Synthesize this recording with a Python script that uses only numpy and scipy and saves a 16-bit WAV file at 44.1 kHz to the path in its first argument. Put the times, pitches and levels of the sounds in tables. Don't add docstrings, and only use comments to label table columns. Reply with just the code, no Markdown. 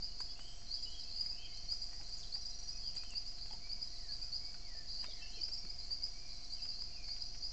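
import sys
import numpy as np
from scipy import signal
from scipy.fft import rfft, irfft
from scipy.io import wavfile

SR = 44100
rng = np.random.default_rng(int(sys.argv[2]) if len(sys.argv) > 2 else 0)


def to_linear_factor(level_db):
    exponent = np.asarray(level_db, float) / 20
    return 10 ** exponent


def unload_wav(signal):
    wavfile.write(
        sys.argv[1],
        SR,
        np.round(np.clip(np.atleast_2d(signal).T, -1, 1) * 32767).astype(np.int16),
    )


N = 331632
TIME = np.arange(N) / SR


def add(out, start_s, sound):
    i = int(round(start_s * SR))
    part = sound[max(-i, 0):max(N - i, 0)]
    out[max(i, 0):max(i, 0) + len(part)] += part


def unit(x):
    return x / np.sqrt(np.mean(x ** 2))


def band(x, lo_hz, hi_hz, order=2):
    return signal.sosfilt(signal.butter(order, [lo_hz, hi_hz], "bandpass", fs=SR, output="sos"), x)


def wander(position, points):
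    return np.interp(position, np.arange(points), rng.standard_normal(points))


def whistle(length_s, first_hz, mid_hz, last_hz, swell, over_db=-60, ratio=2, flutter=0., throb=0.,
            attack_s=0.0024, waver=0.):
    flutter_per_s, waver_per_s, throb_hz, release_s = 226.4, 60, 195.5, 0.0041
    u = np.arange(int(length_s * SR)) / (length_s * SR)
    hz = first_hz * (1 - u) * (1 - 2 * u) + mid_hz * 4 * u * (1 - u) + last_hz * u * (2 * u - 1)
    drift = wander(u * length_s * waver_per_s, 32)
    phase = 2 * np.pi * np.cumsum(hz * (1 + waver * drift)) / SR
    edge = np.clip(np.minimum(u / attack_s, (1 - u) / release_s) * length_s, 0, 1)
    fade = wander(u * length_s * flutter_per_s, 64)
    second_voice = throb * u * np.sin(phase - 2 * np.pi * throb_hz * length_s * u)
    tone = np.sin(phase) + to_linear_factor(over_db) * np.sin(ratio * phase) + second_voice
    return np.sqrt(2) * edge * (1 + flutter * fade) * np.exp(swell * (u - 1)) * tone


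def forest(calls, early_db, early_t60, late_db, late_t60, sparse=True):
    out = np.zeros(N)
    lag = np.arange(SR // 2) / SR
    early = to_linear_factor(-60 * lag / early_t60)
    late = to_linear_factor(-60 * lag / late_t60)
    shape = to_linear_factor(early_db) * early / np.linalg.norm(early) + to_linear_factor(late_db) * late / np.linalg.norm(late)
    for start_s, sound in calls:
        paths = rng.standard_normal(len(lag))
        if sparse:
            paths = paths ** 3 / np.sqrt(15)
        paths = paths * shape
        paths[0] = 1
        add(out, start_s, signal.fftconvolve(sound, paths))
    return out


def peeps(rows, swell):
    top_hz, sweep_hz_per_s, lowest_hz = 5022, 14000, 4170
    calls = []
    for start_s, length_s, db in rows:
        hz = max(top_hz - sweep_hz_per_s * length_s, lowest_hz)
        call = whistle(length_s - .005, hz, hz + 0.63 * (top_hz - hz), top_hz, swell, over_db=-27.5,
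                       ratio=3 / 2, flutter=0.42, throb=0.77, attack_s=0.0074)
        calls.append((start_s + .008, to_linear_factor(db - 3.0) * unit(call)))
    return calls


def near_frogs():
    # start in seconds, length in seconds, level in dB.
    single_peeps = [
        (.01, 0.038, -34.5),
        (.175, 0.055, -37),
        (4.077, 0.068, -37),
        (4.204, 0.038, -34),
        (4.872, .05, -37),
        (4.918, .04, -41.5),
        (4.943, 0.077, -36.5),
        (5.03, .035, -48.5),
        (7.412, 0.044, -33),
    ]
    # start in seconds, length in seconds, level in dB, wait in seconds to the second peep,
    # level of the second in dB.
    peep_pairs = [(0.698, 0.054, -34.5, 0.11, -33.5), (1.129, 0.046, -38, 0.11, -36.5),
                  (1.172, 0.044, -34, 0.11, -33.5), (1.674, 0.054, -31.5, 0.13, -29),
                  (2.309, 0.059, -33.5, 0.13, -33), (2.821, 0.062, -37, .130, -35.5),
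                  (3.137, 0.047, -34, .114, -34), (3.679, .057, -37, 0.12, -34),
                  (4.307, 0.056, -33.5, 0.13, -35), (5.396, 0.047, -31.5, 0.11, -33),
                  (5.65, 0.059, -38, .122, -37.5), (5.892, 0.047, -33.5, 0.12, -30.5),
                  (6.488, 0.065, -38, 0.12, -33.5), (6.673, 0.045, -34.5, 0.12, -34),
                  (7.073, 0.061, -36.5, 0.12, -36)]
    # delay in seconds, level in dB.
    trunk_echoes = [
        (.00611, -12),
        (.0135, -7),
        (0.022, -16),
        (0.03, -13.5),
        (0.047, -11.5),
    ]
    second_s = 0.0321
    rows = list(single_peeps)
    for start_s, length_s, db, wait_s, second_db in peep_pairs:
        rows += [(start_s, length_s, db), (start_s + wait_s, second_s, second_db)]
    near = forest(peeps(rows, 0.59), -7.0, 0.054, -10.0, 0.58)
    near = near + sum(to_linear_factor(db) * np.pad(near, (int(lag * SR), 0))[:N] for lag, db in trunk_echoes)
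    near = near + to_linear_factor(-7) * band(near, 4410, 4930, order=1)
    return to_linear_factor(-9.0) * near


def middle_frogs():
    # start in seconds, level in dB.
    middle_peeps = [(.965, -50), (1.063, -59), (1.478, -48.5), (1.58, -61), (1.905, -48.5), (2.091, -46),
                    (2.201, -58.5), (2.647, -45.5), (2.757, -46.5), (3.381, -48), (3.473, -46.5),
                    (4.252, -57), (4.626, -53), (4.722, -46.5), (5.203, -64), (5.55, -51.5), (6.135, -49),
                    (6.253, -50), (6.86, -54), (7.023, -48.5)]
    rows = [(start_s, 0.058, db) for start_s, db in middle_peeps]
    return to_linear_factor(-13.0) * forest(peeps(rows, 1.1), 9, .11, 5, .6)


def deep_frog():
    # start in seconds, level in dB.
    deep_peeps = [(0.063, -76), (0.664, -69), (1.089, -70), (1.532, -69), (2.029, -72), (2.504, -72),
                  (2.963, -73), (3.372, -69.5), (3.881, -73), (4.329, -74), (4.88, -69.5), (5.329, -72),
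                  (5.789, -73), (6.285, -72), (6.712, -69), (7.186, -72.5)]
    calls = [(start_s, to_linear_factor(db) * whistle(.1, 4010, 4470, 4880, swell=-.5, flutter=.4))
             for start_s, db in deep_peeps]
    return to_linear_factor(3.0) * forest(calls, 2, .25, 6, 1.)


def far_frogs(count=1000, perches=7):
    # time in seconds, level in dB.
    chorus_swell = [(0, 0.5), (.3, 2), (.6, -4.5), (1.0, 3.5), (1.5, -0.5), (2.25, -0.5), (3.0, 0),
                    (3.7, -0.5), (4.5, -0.5), (5.7, 0.5), (6.4, -1), (7.0, 0), (7.52, 0)]
    direct = [np.zeros(N) for _ in range(perches)]
    for k, (when, pitch, size) in enumerate(rng.random((count, 3))):
        if k % 3:
            call = whistle(0.042, 4200 + 280 * pitch, 4700 + 250 * pitch, 4880 + 420 * pitch,
                           swell=0.5, flutter=0.2, throb=0.43)
        else:
            call = to_linear_factor(-8) * whistle(.09, 4120 + 90 * pitch, 4520, 4880, swell=0, flutter=.5)
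        add(direct[k // 3 % perches], when * (N / SR + .4) - .4, to_linear_factor(-6 * size) * call)
    echoing = forest([(0, d) for d in direct], 18.0, 0.097, 8.1, 0.5, sparse=False)
    wash = band(rng.standard_normal(N), 4275, 5015, order=3)
    chorus = unit(unit(echoing) + to_linear_factor(-3.5) * unit(wash))
    return to_linear_factor(-53.5 + np.interp(TIME, *np.transpose(chorus_swell))) * chorus


def low_cricket():
    # start in seconds, end in seconds, notes a second, level in dB.
    note_groups = [
        (.722, 1.085, 11.3, -61.5),
        (2.235, 2.69, 11.5, -61.5),
        (3.838, 4.2, 11, -61),
        (4.9, 5.26, 11.5, -63),
        (6.325, 6.69, 11.5, -62),
    ]
    note = whistle(.052, 4090, 4060, 3945, swell=.5, over_db=-20)
    calls = [(s, to_linear_factor(db) * note) for start_s, end_s, rate, db in note_groups
             for s in np.arange(start_s, end_s - len(note) / SR, 1 / rate)]
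    return forest(calls, -7, .1, -10, .5)


def trill(start_s, end_s, rate, db):
    stroke = whistle(0.012, 5900, 5760, 5590, swell=0)
    beats = np.zeros(int((end_s - start_s) * SR))
    starts = np.arange(0, len(beats), SR / rate)
    chance = rng.standard_normal((len(starts), 2))
    places = (starts + .11 * SR / rate * chance[:, 0]).astype(int)
    beats[np.clip(places, 0, len(beats) - 1)] = to_linear_factor(db - 4.0 + 2.6 * chance[:, 1])
    return start_s, signal.fftconvolve(beats, stroke)


def high_cricket():
    # start in seconds, end in seconds, wing strokes a second, level in dB.
    trills = [
        (0.473, 1.0, 43, -62),
        (1.54, 2.166, 31, -59.5),
        (2.834, 3.297, 50, -65.5),
        (3.788, 4.36, 32, -63.5),
        (4.861, 5.499, 36, -63),
        (6.012, 6.599, 42, -63),
        (7.114, 7.52, 30, -62.5),
    ]
    return to_linear_factor(-6.5) * forest([trill(*row) for row in trills], 7.5, 0.14, 4.0, 0.77, sparse=False)


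def near_cricket():
    # first stroke in seconds, end in seconds, pitch in Hz, climb in Hz a second, first level in dB.
    stroke_trains = [
        (2.3758, 2.39, 5600, 0, -52),
        (2.4135, 2.785, 5780, 30, -48.5),
        (5.228, 5.25, 5300, 0, -50),
        (5.3596, 5.6, 5210, 1350, -49.5),
    ]
    period_s, effort_db_per_khz = .0441, 22
    calls = []
    for start_s, end_s, first_hz, climb_hz, first_db in stroke_trains:
        for s in np.arange(start_s, end_s, period_s):
            rise_hz = climb_hz * (s - start_s)
            hz = first_hz + rise_hz
            db = first_db + effort_db_per_khz * rise_hz / 1000
            calls.append((s - .003, to_linear_factor(db - 6.0) * whistle(0.021, 1.004 * hz, hz, .994 * hz, swell=-0.25)))
    return forest(calls, -20.5, 0.16, -12.0, 0.4)


def katydid():
    ticks_per_s = 72
    chance = rng.standard_normal((int(ticks_per_s * N / SR), 2))
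    places = (np.arange(len(chance)) + .08 * chance[:, 0]) * SR / ticks_per_s
    ticks = np.zeros(N)
    ticks[np.clip(places.astype(int), 0, N - 1)] = to_linear_factor(3.9 * chance[:, 1])
    wave_db = 3.6 * wander(TIME * 3, 32)
    return to_linear_factor(-85 + wave_db) * unit(band(ticks, 6600, 7950))


def high_insects():
    ticks = rng.standard_normal(N) * (rng.random(N) < .05)
    haze = unit(band(ticks, 5300, 5970) + to_linear_factor(-6.5) * band(ticks, 6500, 6750))
    return to_linear_factor(-68.5 + .5 * TIME) * haze


def bird_notes(rows, arch, flutter):
    calls = []
    for start_s, length_s, first_hz, last_hz, db in rows:
        mid_hz = min(first_hz, last_hz) + arch * abs(last_hz - first_hz)
        note = whistle(length_s, first_hz, mid_hz, last_hz, swell=0.17, flutter=flutter, attack_s=0.0074, waver=.009)
        calls.append((start_s, to_linear_factor(db) * note))
    return calls


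def birds():
    # start in seconds, length in seconds, first pitch in
    # Hz, last pitch in Hz, level in dB.
    high_bird = [(.28, 0.044, 3280, 3370, -66), (.29, 0.026, 2990, 2920, -65.5),
                 (.352, 0.04, 2550, 2950, -65), (.388, 0.045, 2930, 3030, -59.5),
                 (.43, 0.044, 3020, 3190, -66), (.465, 0.052, 3160, 3170, -59.5),
                 (.49, 0.019, 3030, 2970, -65.5), (.815, 0.06, 2640, 2910, -68),
                 (.852, 0.03, 2950, 2973, -53.5), (.89, .05, 2980, 3300, -61),
                 (.94, 0.032, 3310, 3090, -55), (.4, 0.21, 7780, 7640, -72), (1.04, 0.03, 2670, 2630, -66),
                 (1.14, 0.041, 2900, 2816, -67.5), (1.312, 0.074, 2480, 2825, -61.5),
                 (1.365, 0.11, 2924, 3220, -61), (1.45, 0.026, 2994, 2920, -60),
                 (2.82, 0.05, 3270, 3280, -66.5), (2.87, 0.11, 3230, 3140, -70.5),
                 (3.148, 0.017, 2740, 2770, -61), (4.982, 0.072, 2860, 2910, -68.5),
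                 (5.012, 0.054, 3090, 3200, -69.5), (5.2, 0.045, 3090, 2980, -66),
                 (5.31, 0.072, 3090, 3200, -67), (5.36, 0.081, 2996, 2950, -69),
                 (5.344, 0.032, 2730, 2640, -65), (5.368, 0.038, 2500, 2360, -66),
                 (6.555, 0.035, 3150, 2780, -69), (6.585, 0.024, 2690, 2700, -66),
                 (6.615, 0.16, 2750, 2750, -76.5), (1.53, 0.055, 3050, 3160, -66),
                 (6.92, 0.062, 2750, 2560, -69), (.71, 0.28, 6800, 7120, -69.5),
                 (.75, 0.042, 3330, 3280, -66), (0, 0.13, 2860, 2920, -75)]
    low_bird = [(1.39, 0.072, 2706, 2370, -62), (1.468, 0.044, 2210, 2160, -65),
                (1.913, 0.013, 1940, 1920, -60), (1.235, .025, 2140, 2160, -69),
                (1.35, 0.045, 2450, 2400, -69), (1.69, 0.037, 2180, 2400, -73),
                (2.752, .02, 2730, 2580, -67.5), (2.93, 0.041, 2634, 2450, -66.5),
                (3.015, 0.028, 2460, 2760, -63.5), (3.597, 0.09, 2220, 2386, -68),
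                (3.69, 0.094, 2390, 2220, -71), (3.925, .04, 1925, 1990, -73),
                (3.965, 0.035, 2400, 2020, -74), (4.22, 0.039, 1430, 1430, -74),
                (4.27, .07, 1370, 1320, -80), (4.1, .04, 2330, 2470, -77), (4.21, .03, 2390, 2550, -72),
                (4.56, 0.14, 2240, 2340, -75.5), (4.655, 0.078, 2236, 1850, -68.5),
                (4.66, 0.066, 2470, 2450, -78), (4.72, 0.1, 2120, 1950, -76.5),
                (5.025, .04, 2290, 2190, -65.5), (5.06, 0.058, 2275, 2330, -71.5),
                (5.07, 0.12, 2280, 2070, -70.5), (5.14, .13, 2195, 2170, -74),
                (5.16, .1, 1880, 1726, -70.5), (5.09, 0.11, 2060, 1984, -72.5),
                (5.547, 0.062, 2210, 2300, -72), (5.615, .08, 2347, 2264, -70),
                (5.7, 0.097, 2365, 2330, -76), (5.91, 0.2, 2195, 2220, -78.5),
                (6.13, 0.082, 2250, 2385, -69), (6.2, 0.12, 2385, 2367, -72.5),
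                (6.44, 0.21, 2210, 2200, -79), (6.869, 0.066, 2520, 2320, -70.5),
                (6.958, 0.07, 2540, 2345, -64), (7.04, 0.074, 2155, 2220, -69)]
    near_birds = [(2.172, 0.071, 7400, 2940, -58.5), (5.058, 0.04, 3600, 3750, -59.5),
                  (5.096, 0.031, 3700, 3200, -63), (5.21, 0.043, 2650, 2725, -61.5),
                  (5.25, 0.08, 2740, 3020, -68.5), (2.855, 0.05, 3240, 2720, -68),
                  (3.04, 0.038, 3040, 3075, -68), (3.08, .058, 3100, 2640, -65.5),
                  (2.97, 0.053, 2420, 2440, -68), (3.99, 0.14, 2020, 1600, -74),
                  (2.725, .035, 2500, 2510, -70.5), (5.7, 0.16, 2225, 2190, -76),
                  (6.27, .17, 2205, 2200, -75.5), (4.4, .1, 2200, 2295, -71.5),
                  (4.74, 0.099, 1800, 1765, -70)]
    far_notes = bird_notes(high_bird, 0.7, .4) + bird_notes(low_bird, .5, .45)
    far = forest(far_notes, -3, .14, .5, 1., sparse=False)
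    near = forest(bird_notes(near_birds, .5, .33), -7, .12, -4, .8, sparse=False)
    return to_linear_factor(-5.0) * far + near


def rummaging():
    # middle in seconds, length in seconds, level in dB.
    bouts = [
        (0.437, 0.31, -75.5),
        (1.16, 0.15, -70),
        (1.887, 0.29, -70),
        (2.106, 0.25, -67),
        (2.7, 0.16, -67.5),
        (2.965, 0.075, -66.5),
        (3.515, 0.099, -70),
        (4.92, .25, -84),
    ]
    power = to_linear_factor(2 * -76) + sum(to_linear_factor(2 * db) * np.exp(-(2 * (TIME - s) / length) ** 2) for s, length, db in bouts)
    loudness = to_linear_factor(3.0 * np.minimum(rng.exponential(size=N), 5))
    grains = rng.standard_normal(N) * loudness * (rng.random(N) < .06)
    crackle = unit(band(grains, 6300, 7530) + to_linear_factor(-8) * band(grains, 680, 5000, order=1))
    stir_db = 2.7 * wander(TIME * 12, 128)
    return np.sqrt(power) * to_linear_factor(stir_db) * crackle


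def snaps():
    # time in seconds, middle band peak in dB, low band peak in dB, high band peak in dB.
    breaks = [(0.205, -40.5, -47.5, -46.5), (.537, -61, -75, -70), (.617, -52, -73, -63),
              (1.573, -66.5, -71, -51.5), (2.688, -56.5, -73, -68), (0.3936, -42, -47, -58),
              (1.2603, -48, -62, -61), (1.726, -57, -75, -55.5), (1.93, -49, -70, -71),
              (2.0117, -44, -50, -67), (2.355, -46, -61, -56), (2.9532, -50, -55, -47.5),
              (2.968, -46, -55, -49), (3.035, -44.5, -67, -51.5), (3.106, -52, -75, -45),
              (3.1366, -46.5, -48, -57.5), (3.3835, -49.5, -69, -70), (3.316, -54, -68, -70),
              (3.459, -49.5, -52, -67), (3.671, -52, -75, -72), (3.5097, -49, -52, -66),
              (3.5314, -49, -54, -59), (3.716, -53, -63, -75), (4.121, -55, -60, -60),
              (4.543, -48, -65.5, -62), (5.0413, -39.5, -58, -68), (5.3028, -61, -69, -56),
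              (5.4855, -45, -53, -67), (5.65, -49.5, -61, -65), (5.9088, -48.5, -54, -62),
              (6.065, -52.5, -67, -56.5), (6.6531, -45.5, -55, -67), (6.819, -50, -64, -65),
              (7.086, -48, -79, -58.5), (7.164, -48, -59, -73), (7.3475, -45.5, -58, -67)]
    out = np.zeros(N)
    lag = np.arange(SR // 20) / SR
    fading = to_linear_factor(-60 * lag / 0.0044) + to_linear_factor(-6.5 - 60 * lag / 0.084)
    for s, mid_db, low_db, high_db in breaks:
        burst = rng.standard_normal(len(lag)) * fading
        burst[0] = 4.9
        for db, lo_hz, hi_hz in ((mid_db - 1.5, 600, 3060), (low_db, 140, 790), (high_db + 2.5, 5600, 7330)):
            part = band(burst, lo_hz, hi_hz)
            add(out, s, to_linear_factor(db) * part / np.abs(part).max())
    return out


def knocks():
    # time in seconds, peak in dB, pitch in Hz, ring in seconds.
    hits = [(.204, -46, 1000, .03), (.2045, -48, 1600, .025), (4.546, -56, 1480, .04),
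            (5.03, -55, 1800, .03), (.389, -54.5, 800, .05), (1.572, -50, 5400, .03),
            (1.575, -56, 6200, .025), (1.727, -59, 1360, .047), (2.0, -58.5, 820, .17),
            (2.365, -55, 791, .06), (3.093, -51, 5300, .04), (3.503, -56, 3300, .04),
            (3.508, -53, 848, .11), (3.531, -55, 3250, .04), (3.532, -57, 2950, .03),
            (3.545, -57, 900, .08), (3.535, -50.5, 720, .047), (4.75, -53.5, 660, .035),
            (5.04, -49.5, 1000, .047), (5.084, -52.5, 620, .053), (5.374, -56, 440, .073),
            (5.4, -56, 320, .1), (5.642, -48.5, 190, .036), (5.655, -53, 330, .043),
            (5.907, -56.5, 910, .038), (6.82, -58, 1050, .04)]
    out = np.zeros(N)
    lag = np.arange(SR // 20) / SR
    soft_end = np.cos(np.pi * np.minimum(lag / lag[-1], 1) / 2)
    for s, db, hz, ring_s in hits:
        add(out, s, to_linear_factor(db - 60 * lag / ring_s) * np.sin(2 * np.pi * hz * lag) * soft_end)
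    return out


def camera_hiss():
    # pitch in Hz, strength in dB per Hz.
    hiss_colour = [(4, -4.5), (12, 2), (40, -2.5), (120, -13), (400, -23.5), (1000, -28.5), (1600, -31.5),
                   (2600, -29.5), (3800, -30.5), (6500, -25), (7300, -33), (8400, -53), (9000, -64),
                   (9300, -86)]
    hz, db = np.transpose(hiss_colour)
    noise_hz = np.arange(N // 2 + 1) * SR / N
    colour = to_linear_factor(np.interp(np.log(noise_hz + 1e-3), np.log(hz), db))
    return to_linear_factor(-57) * unit(irfft(rfft(rng.standard_normal(N)) * colour, N))


def camera_hum():
    # multiple of the clock, rms level in dB.
    clock_hum = [(1, -55), (2, -68.5), (3, -79), (4, -80), (5, -80), (8, -87.5), (27, -95), (28, -86),
                 (29, -74.5), (30, -86.5), (31, -91), (87, -88), (116, -99)]
    # pitch in Hz, rms level in dB.
    second_hum = [
        (20.05, -66),
        (40.16, -74),
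        (71.26, -79),
    ]
    clock_hz = 24.301
    lines = [(k * clock_hz, db) for k, db in clock_hum] + list(second_hum)
    return sum(np.sqrt(2) * to_linear_factor(db) * np.cos(2 * np.pi * hz * TIME) for hz, db in lines)


def scene():
    frogs = near_frogs() + middle_frogs() + deep_frog() + far_frogs()
    insects = low_cricket() + high_cricket() + near_cricket() + katydid() + high_insects()
    litter = rummaging() + snaps() + knocks()
    return (frogs + insects + birds() + litter + camera_hiss() + camera_hum())[None]


def low_pass(x):
    return signal.sosfilt(signal.butter(12, 9020, fs=SR, output="sos"), x)


def record(dry):
    camera_rate_hz, top_cut_hz, offset = 16000, 8500, .00557
    mirror = band(2 * dry * np.cos(2 * np.pi * camera_rate_hz * TIME), 7540, 7940)
    top_cut = signal.butter(10, top_cut_hz, fs=SR, output="sos")
    mix = signal.sosfilt(top_cut, dry + mirror) + offset
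    return low_pass(mix)


dry = scene()
out = record(dry)
unload_wav(out)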